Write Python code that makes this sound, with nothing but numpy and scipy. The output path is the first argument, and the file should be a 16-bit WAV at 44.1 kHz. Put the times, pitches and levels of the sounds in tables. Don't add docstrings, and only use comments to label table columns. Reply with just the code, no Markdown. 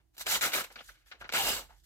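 import sys
import numpy as np
from scipy import signal
from scipy.fft import rfft, irfft
from scipy.io import wavfile

SR = 44100
rng = np.random.default_rng(int(sys.argv[2]) if len(sys.argv) > 2 else 0)


def generate_wav(signal):
    frames = np.transpose(np.atleast_2d(signal))
    scaled = np.clip(frames, -1, 1) * 32767
    pcm = np.round(scaled).astype(np.int16)
    wavfile.write(sys.argv[1], SR, pcm)


def makeup_ratio(level_db):
    decades = np.asarray(level_db, float) / 20
    return 10 ** decades


N = 81585


def rms_one(x):
    return x / np.sqrt(np.mean(x ** 2) + 1e-30)


def in_time(rows, silent_db=-130):
    t_s = np.arange(N) / SR
    knots_s, *columns = np.transpose(rows)
    out = [np.interp(t_s, knots_s, c) for c in columns]
    out[0] = np.interp(t_s, knots_s, columns[0], silent_db, silent_db)
    return out


def colour(x, points, rings=()):
    hz = np.maximum(np.arange(4097) * SR / 8192, 5)
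    points_hz, points_db = np.transpose(points)
    gain = makeup_ratio(np.interp(np.log(hz), np.log(points_hz), points_db))
    gain = gain * (1 + sum(makeup_ratio(db) / (1 + (2 * (hz - f) / w) ** 2) for f, w, db in rings))
    cepstrum = irfft(np.log(rms_one(gain)))
    cepstrum[1:4096] *= 2
    cepstrum[4097:] = 0
    impulse = irfft(np.exp(rfft(cepstrum)))
    return signal.fftconvolve(x, impulse[(None,) * (x.ndim - 1)], axes=-1)[..., :N]


def drift(rate_hz):
    r = np.exp(-2 * np.pi * rate_hz / SR)
    noise = rng.standard_normal(N + SR)
    return rms_one(signal.lfilter([1], [1, -2 * r, r * r], noise)[SR:])


def clicks(per_s, spread_db, biggest_odds=0.03):
    chance, size, sign = rng.random((3, N))
    happens = chance < per_s / SR
    return rms_one(happens * makeup_ratio(-spread_db * np.log(size + biggest_odds)) * np.sign(sign - 0.5))


def tearing():
    # time in seconds, level in dB, brightness in dB, flap of the loose part in dB.
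    short_rips = [
        [(0.13, -87, -5, -10), (0.15, -64.5, -3.5, -21), (0.164, -74.5, -4, -1), (0.182, -55, -3, -9),
         (0.19, -52.5, -1, -12.5), (0.212, -36.5, -4, -18), (0.228, -49, 1.5, -14), (0.246, -70, -9, -9),
         (0.255, -54, -6, 6)],
        [(0.255, -80, 12, 16), (0.267, -30.5, -7, -6), (0.279, -36, 0, -18.5), (0.317, -27.5, -2, -15),
         (0.361, -27.5, -4.5, -8.5), (0.405, -54.5, -1, -2)],
        [(0.405, -66, 11, -12), (0.411, -33.5, -4, -20), (0.419, -29.5, -2.5, -8.5), (0.457, -29.5, -2, -5.5),
         (0.515, -45.5, -4, -3)],
        [(0.515, -45, -6, -16), (0.532, -35, -5.5, -25), (0.537, -27.5, -5, -18), (0.56, -28.5, -4, -10),
         (0.613, -37, -2, -3), (0.633, -48.5, -5.5, -5.5), (0.645, -42, -3.5, -16), (0.69, -75, -14, 12)],
    ]
    # time in seconds, level in dB, brightness in dB, flap in dB.
    long_rip = [(1.332, -57, -10, -17), (1.335, -33.5, -10, -13), (1.355, -28.5, -7, -5.5),
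                (1.407, -30.5, -3.5, -9), (1.459, -32.5, -2.5, -3), (1.485, -28, -2.5, -4.5),
                (1.527, -33, -4, -8), (1.595, -41, -3, -2.5), (1.675, -69.5, -8, 2.5)]
    # middle and length in seconds, frequency and width in Hz,
    # level in dB.
    panels = [(0.268, 0.038, 653, 90, -6), (0.28, 0.041, 1490, 120.4, -7), (0.324, 0.1, 7240, 200, -7),
              (0.335, 0.055, 4220, 400, -31), (.345, .04, 1070, 40, -13), (0.35, 0.029, 3110, 99.5, -7),
              (0.452, 0.11, 1430, 130, -4.5), (0.443, 0.099, 1986, 120, -3),
              (0.426, 0.068, 7050, 400, -4.5), (0.468, 0.045, 427, 150, -15), (0.554, 0.034, 3800, 80, -9),
              (0.562, 0.17, 598, 109, -11), (0.598, 0.073, 1260, 250, -1), (.615, 0.0087, 1360, 200, 1),
              (1.348, 0.062, 7980, 300, -9), (1.36, 0.034, 2020, 200, -6.5), (1.355, 0.041, 1400, 152, -16),
              (1.394, 0.056, 805, 100, -2.5), (1.48, 0.22, 2805, 113, -3.5), (1.5, 0.14, 5100, 200, -6),
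              (1.49, .03, 742, 170, -12.5), (1.53, 0.14, 402, 150, -15), (1.544, 0.11, 7750, 247, -6.5)]
    shared, *own = [clicks(19000, spread_db=2.7) for _ in range(4)]
    level, pull = 0, 0
    for rip in short_rips + [long_rip]:
        db, bright_db, flap_db = in_time(rip)
        body_db = -4 - 0.72 * (bright_db + 3.5)
        pull = pull + makeup_ratio(db)
        level = level + makeup_ratio(db + np.array([flap_db - 3.5, body_db, bright_db + 2]))
    flap, body, treble = level * (0.95 * shared + 0.65 * np.array(own))
    return singing(pull * shared, panels) + paper(flap, body, treble)


def paper(flap, body, treble):
    # frequency in Hz, level in dB.
    flap_hz_db = [(40, -37), (120, -7.5), (300, -15), (480, -7.5), (700, -4.5), (1000, -2), (1500, -13.5),
                  (3000, -67)]
    sheet_hz_db = [(300, -28), (800, -3.5), (1300, -3.5), (2200, -2.5), (3200, -5), (4500, -3.5),
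                   (7000, -16.5), (16000, -67.5)]
    fibre_hz_db = [(1000, -46), (2500, -21.5), (4000, 6.5), (7400, -0.5), (8800, -1), (12500, -1),
                   (15500, -2.5)]
    # frequency in Hz, width in Hz, level in dB.
    modes = [(680, 160, -4), (1080, 80, -6), (1450, 200, -1), (2150, 200, -3), (2850, 250, 0),
             (3900, 200, -5), (6000, 250, -4), (7500, 700, 1), (12300, 1200, -1)]
    low = colour(flap, flap_hz_db, modes)
    middle = colour(body, sheet_hz_db, modes)
    return low + middle + colour(treble, fibre_hz_db, modes)


def singing(shake, modes):
    out = np.zeros(N)
    for middle_s, length_s, hz, width_hz, db in modes:
        start = int((middle_s - length_s) * SR)
        size = int((2 * length_s + 0.03) * SR)
        phase = np.clip(np.arange(size) / SR / length_s - 1, -1, 1)
        drive = np.cos(np.pi / 2 * phase) ** 2 * shake[start:start + size]
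        r = np.exp(-np.pi * width_hz / SR)
        poles = [1, -2 * r * np.cos(2 * np.pi * hz / SR), r * r]
        gain = makeup_ratio(db) * np.sqrt(1 - r * r) / 2
        out[start:start + size] += gain * signal.lfilter([1, 0, -1], poles, drive)
    return out


def bursts(rows, grains):
    t_s, level = np.arange(N) / SR, 0
    for start_s, rise_s, t60_s, db, flap_db, treble_db in rows:
        rise = np.clip((t_s - start_s) / max(rise_s, 1e-4), 0, 1)
        fall_db = -60 * np.maximum(t_s - start_s - rise_s, 0) / max(t60_s, 0.005)
        level = level + rise * makeup_ratio(db + fall_db) * makeup_ratio(np.array([[flap_db], [0], [treble_db]]))
    return paper(*(level * grains))


def snaps():
    # start in seconds, peak in dB, treble in dB, t60 in seconds.
    folds = [(0.15, -72, 7, 0.033), (0.167, -56, 11, 0.066), (0.18, -46, 13, 0.062),
             (0.195, -47.5, 12, 0.045), (0.209, -40, 4.5, 0.15), (0.26, -39, -8, 0.065),
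             (0.2664, -31.5, -8, 0.08), (0.308, -35, -1, 0.08), (0.41, -29.5, -21, 0.17),
             (0.52, -33, -7, 0.052), (0.534, -30, -14, 0.24), (0.614, -49, -4, 0.018),
             (0.644, -38, -12, 0.046), (1.2913, -36, -9, 0.043), (1.2985, -45.5, -30, 0.3),
             (1.3184, -51, 8, 0.05), (1.3233, -31.5, 1, 0.094), (1.3359, -29, 5, 0.03),
             (1.35, -30, -0.5, 0.24)]
    thump = [26, 26, 6]
    level_db, flap_db = -9, -3
    grains = np.clip(clicks(11000, spread_db=2.5), -3, 3) * np.ones((3, 1))
    for start_s, *_ in folds:
        grains[:, int(start_s * SR) + 30] = thump
    rows = [(s, 1e-4, t60_s, db + level_db, flap_db, treble_db) for s, db, treble_db, t60_s in folds]
    return bursts(rows, grains)


def crumpling():
    # start in seconds, rise in seconds, t60 in seconds, level in dB, flap in dB.
    creasings = [(0, 0.00087, 0.16, -72.5, 0.5), (0.7, 0.0031, 0.17, -49.5, -2),
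                 (0.755, 0.006, 0.065, -44.5, -5.5), (0.767, 0.02, 0.089, -47, -7),
                 (0.802, 0.0063, 0.072, -44.5, -11.5), (0.883, 0.0084, 0.14, -49.5, -5.5),
                 (0.931, 0.025, 0.52, -63, -11), (1.059, 0.0024, 0.56, -63, -10),
                 (1.113, 0.0025, 0.1, -41.5, -8), (1.139, 0.005, 0.23, -65.5, 4),
                 (1.203, 0.01, 0.12, -44.5, -0.5), (1.2417, 0.00079, 0.15, -46.5, -1),
                 (1.682, 0.023, 0.22, -59.5, -5)]
    treble_db, dull_hz = -21, 2960
    grains = clicks(9100, spread_db=-1.5)
    for start_s, rise_s, *_ in creasings:
        grains[int((start_s + min(rise_s, 0.002)) * SR)] = 3.4
    showers = bursts([(*row, treble_db) for row in creasings], grains)
    return signal.lfilter(*signal.butter(1, dull_hz, fs=SR), showers)


def sliding():
    # time in seconds, level in dB.
    strokes = [
        [(0.66, -75), (0.7, -79), (0.724, -54.5), (0.736, -67.5), (0.87, -59), (0.882, -52), (0.936, -68),
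         (1.03, -78.5)],
        [(1.03, -89), (1.05, -83), (1.066, -64), (1.108, -65.5), (1.18, -88), (1.21, -55), (1.266, -87),
         (1.285, -59)],
        [(1.64, -58), (1.662, -95), (1.676, -71), (1.774, -67.5), (1.824, -75.5), (1.85, -61.5)],
    ]
    # frequency in Hz, level in dB.
    skin_hz_db = [(880, -37), (1500, -6.5), (1830, -3.5), (2410, -18.5), (3140, -4.5), (7330, -6.5),
                  (9850, -11.5), (11600, -6), (15800, -16.5)]
    level = sum(makeup_ratio(in_time(stroke)[0]) for stroke in strokes)
    patchy = makeup_ratio(1.8 * drift(67))
    return colour(level * patchy * clicks(17000, spread_db=4.5), skin_hz_db)


def space(x):
    # frequency in Hz, level difference in dB.
    lean_hz_db = [(100, 8), (300, 3), (640, -1), (1400, 3.5), (2500, 4.5), (4500, 1), (8000, -2),
                  (14000, 5)]
    places, place_s, apart_hz = 14, 0.0015, 500
    right_lag_s, lag_spread_s = 0.00012, 0.000045
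    early_db, early_t60_s, room_db, room_t60_s = -1.5, 0.022, -13, 0.29
    t_s, out = np.arange(SR // 3) / SR, 0
    early = makeup_ratio(early_db) * rms_one(makeup_ratio(-60 * t_s / early_t60_s) * (t_s > 0.0012))
    tail = makeup_ratio(room_db) * rms_one(makeup_ratio(-60 * t_s / room_t60_s) * (t_s > 0.004))
    low, high = (signal.butter(1, apart_hz, kind, fs=SR) for kind in ("low", "high"))
    hops = rng.integers(0, places, int(N / SR / place_s) + 2)
    for k in range(places):
        same, *own = rng.standard_normal((3, len(t_s))) * (early + tail) / np.sqrt(len(t_s))
        ears = signal.lfilter(*low, same) + signal.lfilter(*high, own)
        lag_s = right_lag_s + lag_spread_s * rng.standard_normal()
        ears[:, :40] += np.sinc(np.arange(40) - 8 - SR * np.array([[0], [lag_s]]))
        share = np.interp(np.arange(N) / SR / place_s, np.arange(len(hops)), hops == k)
        out = out + signal.fftconvolve((x * share)[None], ears, axes=1)[:, 8:N + 8] * 0.71
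    out = signal.sosfilt(signal.butter(2, 110, "high", fs=SR, output="sos"), out)
    return np.array([colour(out[k], [(hz, db * (0.5 - k)) for hz, db in lean_hz_db]) for k in range(2)])


def background():
    # time in seconds, level in dB.
    rumble_s_db = [(0.0, -65), (0.024, -71), (0.452, -62.5), (0.556, -68), (0.592, -60), (0.746, -73),
                   (0.782, -66), (1.174, -72), (1.216, -56), (1.334, -67.5), (1.484, -55), (1.85, -67.5)]
    # frequency in Hz, level in dB.
    rumble_hz_db = [(25, -22), (33, -20), (42, 1), (52, 0), (64, -5), (76, -15.5), (110, -15.5),
                    (150, -22.5), (200, -33.5)]
    air_hz_db = [(88, -46), (150, -11), (249, -9), (321, 0), (464, -21), (686, -13.5), (1210, -24.5),
                 (15800, -27)]
    air_db, pan_db, side_share = -80, -3.5, 0.16
    left_right = np.array([[1], [-1]])
    mid, side = colour(rng.standard_normal((2, N)), [(10, -55.0)] + rumble_hz_db + [(400, -94.5)])
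    rumble = makeup_ratio(in_time(rumble_s_db)[0]) * rms_one(mid + side_share * side * left_right)
    hiss = makeup_ratio(air_db) * colour(rng.standard_normal((2, N)), [(60, -46.0)] + air_hz_db)
    return rumble * makeup_ratio(pan_db * left_right) + hiss


def scene():
    # middle and length in
    # seconds, frequency and width in Hz, level in dB.
    creases = [(0.761, 0.016, 1590, 300, -5.5), (0.758, 0.0068, 4600, 3000, 5.5),
               (0.794, 0.014, 3300, 500, 1.5), (0.807, 0.017, 662, 200, -3),
               (0.894, 0.014, 1620, 200, -4.5), (1.119, 0.019, 1430, 300, -6.5),
               (1.122, 0.014, 3250, 900, -3.5), (1.222, 0.017, 1480, 200, -4.5),
               (1.242, 0.0091, 1780, 400, -4), (1.256, 0.0096, 1400, 300, -0.5),
               (1.293, 0.0076, 1220, 600, -2), (1.72, 0.1, 830, 252, 1.5)]
    stiff_hz = 219
    small = signal.lfilter(*signal.butter(2, stiff_hz, "high", fs=SR), snaps() + crumpling())
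    return space(tearing() + small + singing(small, creases) + sliding()) + background()


def band_limit(x):
    return signal.sosfilt(signal.butter(12, 16810, fs=SR, output="sos"), x)


def record(dry):
    top_cut = signal.cheby2(12, 60, 16600, fs=SR, output="sos")
    return band_limit(signal.sosfilt(top_cut, dry))


dry = scene()
out = record(dry)
generate_wav(out)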